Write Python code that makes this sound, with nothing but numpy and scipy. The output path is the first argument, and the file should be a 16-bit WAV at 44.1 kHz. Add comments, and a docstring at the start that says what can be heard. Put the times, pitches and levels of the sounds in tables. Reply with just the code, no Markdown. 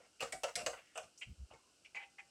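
"""A wire basket of fries is shaken in a small fryer, close by in a kitchen. Hot oil hisses throughout.
For the first second the basket knocks about: each knock is a quick chatter of tiny hits that rings
the steel tub and the rim and sets the mesh buzzing, with small clicks and slides among the knocks.
Then it is lifted out: a handle wire scrapes, two soft handling bumps follow, then two light knocks.
Last, around two seconds in, the handle wires tick and ring."""
import sys
import numpy as np
from scipy import signal
from scipy.fft import rfft, irfft, next_fast_len
from scipy.io import wavfile

SR = 44100
rng = np.random.default_rng(int(sys.argv[2]) if len(sys.argv) > 2 else 0)


def put_to_file(sound):
    """Save the sound as 16-bit audio at rate SR, in the file named by the first command-line argument."""
    columns = np.atleast_2d(sound).T  # one column per channel
    safe = np.clip(columns, -1, 1)
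    whole_steps = np.round(safe * 32767)
    wavfile.write(sys.argv[1], SR, whole_steps.astype(np.int16))


N = 101429
T = np.arange(SR // 2) / SR  # seconds since the start of one short sound

# Basket knocks: start_s, tub_db, tub_hz, wall_db, rim_db, rim_hz, mesh_db, thud_db, hold_s
BASKET_KNOCKS = [(0.001, -62.5, 570, -69.5, -76.5, 2230, -96, -84, 0.058),
                 (0.2052, -40, 520, -47, -41, 2760, -47.5, -81, 0.011),
                 (0.2221, -36.5, 520, -43, -51, 2450, -46.5, -57, 0.013),
                 (0.256, -55, 530, -59.5, -80, 2460, -65, -70, 0.027),
                 (0.323, -47.5, 710, -53.5, -43, 2110, -41, -89, 0.0045),
                 (0.331, -40, 668, -67, -59, 2100, -54.5, -60.5, 0.013),
                 (0.4343, -31.5, 600, -39, -41.5, 2700, -41, -68, 0.0082),
                 (0.483, -78, 660, -50, -61, 2380, -58, -77, 0.012),
                 (0.555, -50, 635, -75, -45, 2250, -35.5, -61.5, 0.0069),
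                 (0.567, -40.5, 690, -50.5, -52.5, 2610, -51.5, -63.5, 0.035),
                 (0.607, -42.5, 630, -59, -53.5, 2640, -58, -60, 0.015),
                 (0.6622, -30.5, 609, -39.5, -42, 2820, -36, -56.5, 0.0061),
                 (0.732, -59, 620, -46.5, -63, 2660, -77, -69.5, 0.0035),
                 (0.770, -79, 706, -60.5, -60, 2550, -84, -100, 0.021),
                 (0.956, -44, 660, -51.5, -53, 2840, -62, -76, 0.0078),
                 (0.9755, -41.5, 670, -46.5, -47.5, 2710, -57, -86, 0.0076),
                 (0.996, -48, 590, -58.5, -64, 2420, -64, -82, 0.0026),
                 (1.032, -79, 630, -63.5, -66, 2700, -66, -69.5, 0.012),
                 (1.508, -57.5, 610, -69, -65.5, 2790, -90, -68, 0.016),
                 (1.535, -59, 457, -80, -65, 2230, -71.5, -68, 0.011)]
# Mesh wires slipping past each other: start_s, level_db, pitch_hz, width_hz
MESH_CLICKS = [(0.206, -57, 13100, 5000), (0.224, -45.5, 4300, 1100), (0.434, -59, 14000, 3500),
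               (0.559, -43.5, 9800, 2200), (0.9757, -44.5, 7720, 1840)]
# Mesh and fries sliding: start_s, hold_s, level_db, pitch_hz, width_hz
LIGHT_SLIDES = [(0.196, 0.006, -58, 2640, 705), (0.949, 0.03, -59.5, 7870, 1710),
                (1.176, 0.0033, -56.5, 6170, 1510), (1.18, 0.031, -64.5, 7840, 2480),
                (1.504, 0.056, -65, 970, 338), (0.699, 0.25, -72.5, 2430, 1080),
                (1.583, 0.12, -80, 1080, 200)]
# Handle scrapes and ticks: start_s, level_db, pitch_hz, hold_s, ring_db, fizz_db, wall_db
HANDLE_TICKS = [(1.2122, -45, 2600, 0.02, -69, -65, -67.5), (1.846, -57, 2580, 0.016, -68, -71.5, -80),
                (1.946, -51, 2350, 0.017, -45, -62.5, -58.5), (1.964, -49.5, 2270, 0.0076, -37, -67, -64),
                (1.976, -47, 2390, 0.0018, -43.5, -78, -65), (1.994, -55.5, 2360, 0.024, -65, -75, -78),
                (2.021, -55, 2690, 0.017, -48, -88, -68.5), (2.182, -52.5, 2310, 0.017, -46, -71, -80)]
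# Handling bumps: start_s, length_s, tone_db, pitch_hz, rub_db
HANDLING_BUMPS = [(1.249, 0.11, -60, 75.6, -50.5), (1.364, .11, -48.5, 65.5, -59)]

# The notes each metal part rings at: pitch_hz, relative_db, fade_s (a fade is the time to drop 60 dB)
TUB_NOTES = [(430, -10, .1), (475, -2, .13), (535, -4, .14), (572, -7, .11), (611, -5, .12), (655, -6, .1),
             (705, 0, .14), (753, -2, .14), (1060, -10, .17), (1201, -5, .17), (1343, -6, .2),
             (1415, -9, .2), (1517, -8, .22), (2114, -10, .16)]
MESH_NOTES = [(4250, 3, 0.03), (5150, 3, 0.03), (5550, -4, .06), (6970, -1, 0.04), (7760, 0, .04)]
HANDLE_NOTES = [(797, -13.5, .29), (850, -17, .2), (925, -17, .17), (1128, -21, .2), (1700, -18, .08),
                (2037, 0, .11), (2175, -5, .09), (2298, -2.5, .09), (2500, -2, .1), (2666, -10, .09),
                (3010, -14, .12)]

# The colour of each noise, or how strong it is from low to high: frequency_hz, relative_db
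WALL_COLOUR = [(100, -26), (340, -21), (470, 1), (750, -1), (880, -4.5), (1300, -2), (1850, -8.5),
               (3000, -10.5), (6000, -48)]
MESH_COLOUR = [(400, -50), (1200, -22), (1650, 1), (2300, -7), (3700, -1.5), (5400, 2.5), (6600, -1),
               (7800, 3.5), (9000, -6), (10200, -10), (11500, -15), (16000, -27)]
THUD_COLOUR = [(20, -38), (50, 3.5), (110, 0), (250, -2.5), (370, -2), (550, -14), (1200, -49)]
RUB_COLOUR = [(20, -13), (75, 6), (150, -3.5), (240, -13), (400, -35), (1000, -55)]
OIL_COLOUR = [(20, -31), (60, -4.5), (130, -6), (300, -2.5), (700, -6.5), (1050, -14.5), (1450, -5.5),
              (1850, -18), (2300, -12.5), (2850, -3.5), (3400, -13.5), (4300, -9), (5500, -6.5),
              (6700, -11), (8100, -7.5), (9500, -15), (12000, -24), (14000, -41)]

# How long the kitchen echoes: frequency_hz, fade_s
ECHO_FADES = [(100, 0.13), (600, 0.19), (2500, 0.27), (7500, 0.26), (14000, 0.51)]
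# How strongly it echoes: frequency_hz, relative_db
ECHO_LEVELS = [(100, -40), (600, -4.5), (2500, -8.5), (7500, -2), (14000, -6)]

WALL_FADE_S, TICK_FADE_S = 0.098, 0.07
CONTACTS_PER_S, SPITS_PER_S = 750, 130


def basket_knocks():
    """Each knock rings the tub, its thin walls, the rim and the mesh, and thuds into the counter."""
    out = np.zeros(N)
    for start_s, tub_db, tub_hz, wall_db, rim_db, rim_hz, mesh_db, thud_db, hold_s in BASKET_KNOCKS:
        # Tub notes close to tub_hz stand out by up to 17 dB.
        notes = [(hz, db + 17 / (1 + ((hz - tub_hz) / 124) ** 2), fade_s) for hz, db, fade_s in TUB_NOTES]
        tub = amp(tub_db) * ring(notes, attack_s=0.004, scatter_db=3, waver=5.04)
        thud = amp(thud_db) * chatter(curve(THUD_COLOUR), hold_s, fade_s=0.19)
        wall = amp(wall_db) * chatter(curve(WALL_COLOUR), hold_s, WALL_FADE_S)
        rim = amp(rim_db) * chatter(band(rim_hz, width_hz=430), hold_s, fade_s=0.051)
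        mesh = mesh_buzz(mesh_db, hold_s)
        add(out, start_s, kitchen(tub) + kitchen(thud + wall + rim) + kitchen(mesh, paths=5))
    return out


def mesh_buzz(level_db, hold_s):
    """The struck mesh gives a bright snap, buzzes, and its wires ring."""
    wires = amp(-13) * ring(MESH_NOTES, attack_s=0.00043, scatter_db=3, waver=34)
    snap = amp(-10) * chatter(mesh_colour(level_db + 16), hold_s=0, fade_s=0.015)
    buzz = chatter(mesh_colour(level_db), hold_s, fade_s=0.033)
    return amp(level_db) * (snap + buzz + wires)


def mesh_colour(level_db):
    """The harder the hit, the higher the mesh's buzz reaches."""
    octaves_up = 0.06 * max(level_db + 51, -5)
    edge_hz = 10000 * 2 ** octaves_up
    return lambda hz: curve(MESH_COLOUR)(hz) - 10 * np.log10(1 + (hz / edge_hz) ** 10)


def mesh_clicks():
    """Mesh wires catch and let go with a crisp, bright click."""
    out = np.zeros(N)
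    for start_s, level_db, pitch_hz, width_hz in MESH_CLICKS:
        click = amp(level_db) * chatter(band(pitch_hz, width_hz), hold_s=0.0016, fade_s=0.031)
        add(out, start_s, kitchen(click, paths=4))
    return out


def handle_ticks():
    """The handle wires slip in their seats in short, rough ticks and ring on."""
    out = np.zeros(N)
    rise = 1 - np.exp(-T / 0.0033)  # softens the start of each tick
    for start_s, level_db, pitch_hz, hold_s, ring_db, fizz_db, wall_db in HANDLE_TICKS:
        slip = amp(level_db) * chatter(band(pitch_hz, width_hz=840), hold_s, TICK_FADE_S)
        fizz = amp(fizz_db) * chatter(mesh_colour(fizz_db), hold_s, TICK_FADE_S)
        wall = amp(wall_db) * chatter(curve(WALL_COLOUR), hold_s, WALL_FADE_S)
        wires = amp(ring_db) * ring(HANDLE_NOTES, attack_s=0.002, scatter_db=2, waver=6)
        add(out, start_s, kitchen((slip + fizz + wall + wires) * rise, echo_db=-4.5))
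    return out


def handling_bumps():
    """Handling makes soft, low swells: a tone that sinks in pitch, with a dull rub."""
    out = np.zeros(N)
    for start_s, length_s, tone_db, pitch_hz, rub_db in HANDLING_BUMPS:
        swell = np.sin(np.pi * np.minimum(T / length_s, 1)) ** 2
        sinking_hz = pitch_hz * np.exp(-3 * (T - length_s / 2))
        tone = np.sqrt(2) * np.sin(2 * np.pi * np.cumsum(sinking_hz) / SR)
        rub = unit(coloured(rng.standard_normal(len(T)), curve(RUB_COLOUR)))
        add(out, start_s, swell * (amp(tone_db) * tone + amp(rub_db) * rub))
    return out


def light_slides():
    """Mesh and fries slide with a light scratch between the knocks."""
    out = np.zeros(N)
    for start_s, hold_s, level_db, pitch_hz, width_hz in LIGHT_SLIDES:
        scratch = amp(level_db) * chatter(band(pitch_hz, width_hz), hold_s, fade_s=0.065)
        add(out, start_s, kitchen(scratch))
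    return out


def hot_oil():
    """Hot oil hisses steadily over the room's own faint noise; tiny random spits add a sizzle."""
    hiss = coloured(rng.standard_normal(N + len(T)), curve(OIL_COLOUR))[len(T):]
    spits = (rng.random(N) < SPITS_PER_S / SR) * rng.standard_normal(N)
    sizzle = coloured(spits, band(pitch_hz=6400, width_hz=1900))
    return amp(-72) * unit(hiss) + amp(-87) * unit(sizzle)


def kitchen(sound, echo_db=0, paths=1):
    """Add the room's echo, keeping the loudness. Several paths make it smoother and less ringing."""
    hz, seconds, noise = signal.stft(rng.standard_normal((paths, len(T))), SR, nperseg=256)
    fade_s = curve(ECHO_FADES)(hz)[:, None]
    fade = amp(echo_db + curve(ECHO_LEVELS)(hz)[:, None] - 60 * seconds / fade_s)
    fade *= np.sqrt(2 * np.log(1000) / (fade_s * SR))  # a longer echo gets no extra energy
    tails = signal.istft(noise * fade, SR, nperseg=256)[1][:, :len(T)]
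    tails *= np.minimum(T / 0.00098, 1)
    # The paths take turns carrying the sound, handing over every 2 ms.
    turns = np.exp(paths * np.cos(2 * np.pi * (T / 0.002 - np.arange(paths)[:, None]) / paths))
    shares = sound * turns / np.linalg.norm(turns, axis=0)
    echoing = sound + signal.fftconvolve(shares, tails, axes=1).sum(0)[:len(T)]
    return echoing * np.linalg.norm(sound) / np.linalg.norm(echoing)


def chatter(colour, hold_s, fade_s):
    """A first blow and many tiny hits spread through the woven wire; they hold, then die away."""
    loudness = amp(-60 * np.maximum(T - hold_s, 0) / fade_s)
    contacts = (rng.random(len(T)) < CONTACTS_PER_S / SR) * np.sign(rng.standard_normal(len(T)))
    contacts[0] = 1
    weave = rng.standard_normal(len(T)) * amp(-60 * T / 0.0098)  # smears each hit over about 10 ms
    rattle = unit(signal.fftconvolve(contacts, weave)[:len(T)])
    buzz = 0.62 * rng.standard_normal(len(T))
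    burst = coloured(loudness * (rattle + buzz), colour)
    return burst * np.linalg.norm(loudness) / np.linalg.norm(burst)


def ring(notes, attack_s, scatter_db, waver):
    """Struck metal rings at several fading notes, each with a random strength and a slight waver."""
    hz, db, fade_s = np.transpose(notes)[:, :, None]
    gain = amp(db + scatter_db * rng.standard_normal(hz.shape))
    phase = 2 * np.pi * (hz * T + rng.random(hz.shape))
    drift = waver * np.cumsum(rng.standard_normal((len(hz), len(T))), axis=1) / np.sqrt(SR)
    waves = gain / np.linalg.norm(gain) * amp(-60 * T / fade_s) * np.sin(phase + drift)
    return np.sqrt(2) * waves.sum(0) * (1 - np.exp(-T / attack_s))


def coloured(sound, colour):
    """Filter a sound by a colour: a function that gives a gain in dB for each frequency."""
    size = 2 * next_fast_len(len(sound) // 2 + 2048)
    gain = np.maximum(amp(colour(np.fft.rfftfreq(size, 1 / SR))), 1e-6)
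    log_response = irfft(np.log(gain), size)
    # Fold the filter forward in time, so nothing rings before its hit.
    log_response[1:size // 2] *= 2
    log_response[size // 2 + 1:] = 0
    return irfft(rfft(sound, size) * np.exp(rfft(log_response)), size)[:len(sound)]


def curve(points):
    """Join (frequency_hz, value) points into a curve that can be read at any frequency."""
    points_hz, values = np.transpose(points)
    return lambda hz: np.interp(np.log(hz + 1), np.log(points_hz + 1), values)


def band(pitch_hz, width_hz):
    """A colour that is strong around one pitch and drops steeply on both sides."""
    return lambda hz: -10 * np.log10(1 + np.abs(2 * (hz - pitch_hz) / width_hz) ** 4.21)


def amp(db):
    """Turn decibels into a number to multiply by."""
    return 10 ** (np.asarray(db) / 20)


def unit(sound):
    """Scale a sound to an average (rms) level of 1."""
    return sound / np.sqrt(np.mean(sound ** 2) + 1e-20)


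def add(track, start_s, sound):
    """Mix a sound into the track at its start time."""
    first = round(start_s * SR)
    track[first:first + len(sound)] += sound[:N - first]


def scene():
    """All the sources together in one channel."""
    mix = basket_knocks() + mesh_clicks() + light_slides() + handle_ticks() + handling_bumps() + hot_oil()
    return mix[None]


def record(dry):
    """Cut away the very highest treble."""
    top_hz = 16400
    size = next_fast_len(N + len(T))
    kept = np.fft.rfftfreq(size, 1 / SR) < top_hz
    return irfft(rfft(dry, size) * kept, size)[:, :N]


dry = scene()
out = record(dry)
put_to_file(out)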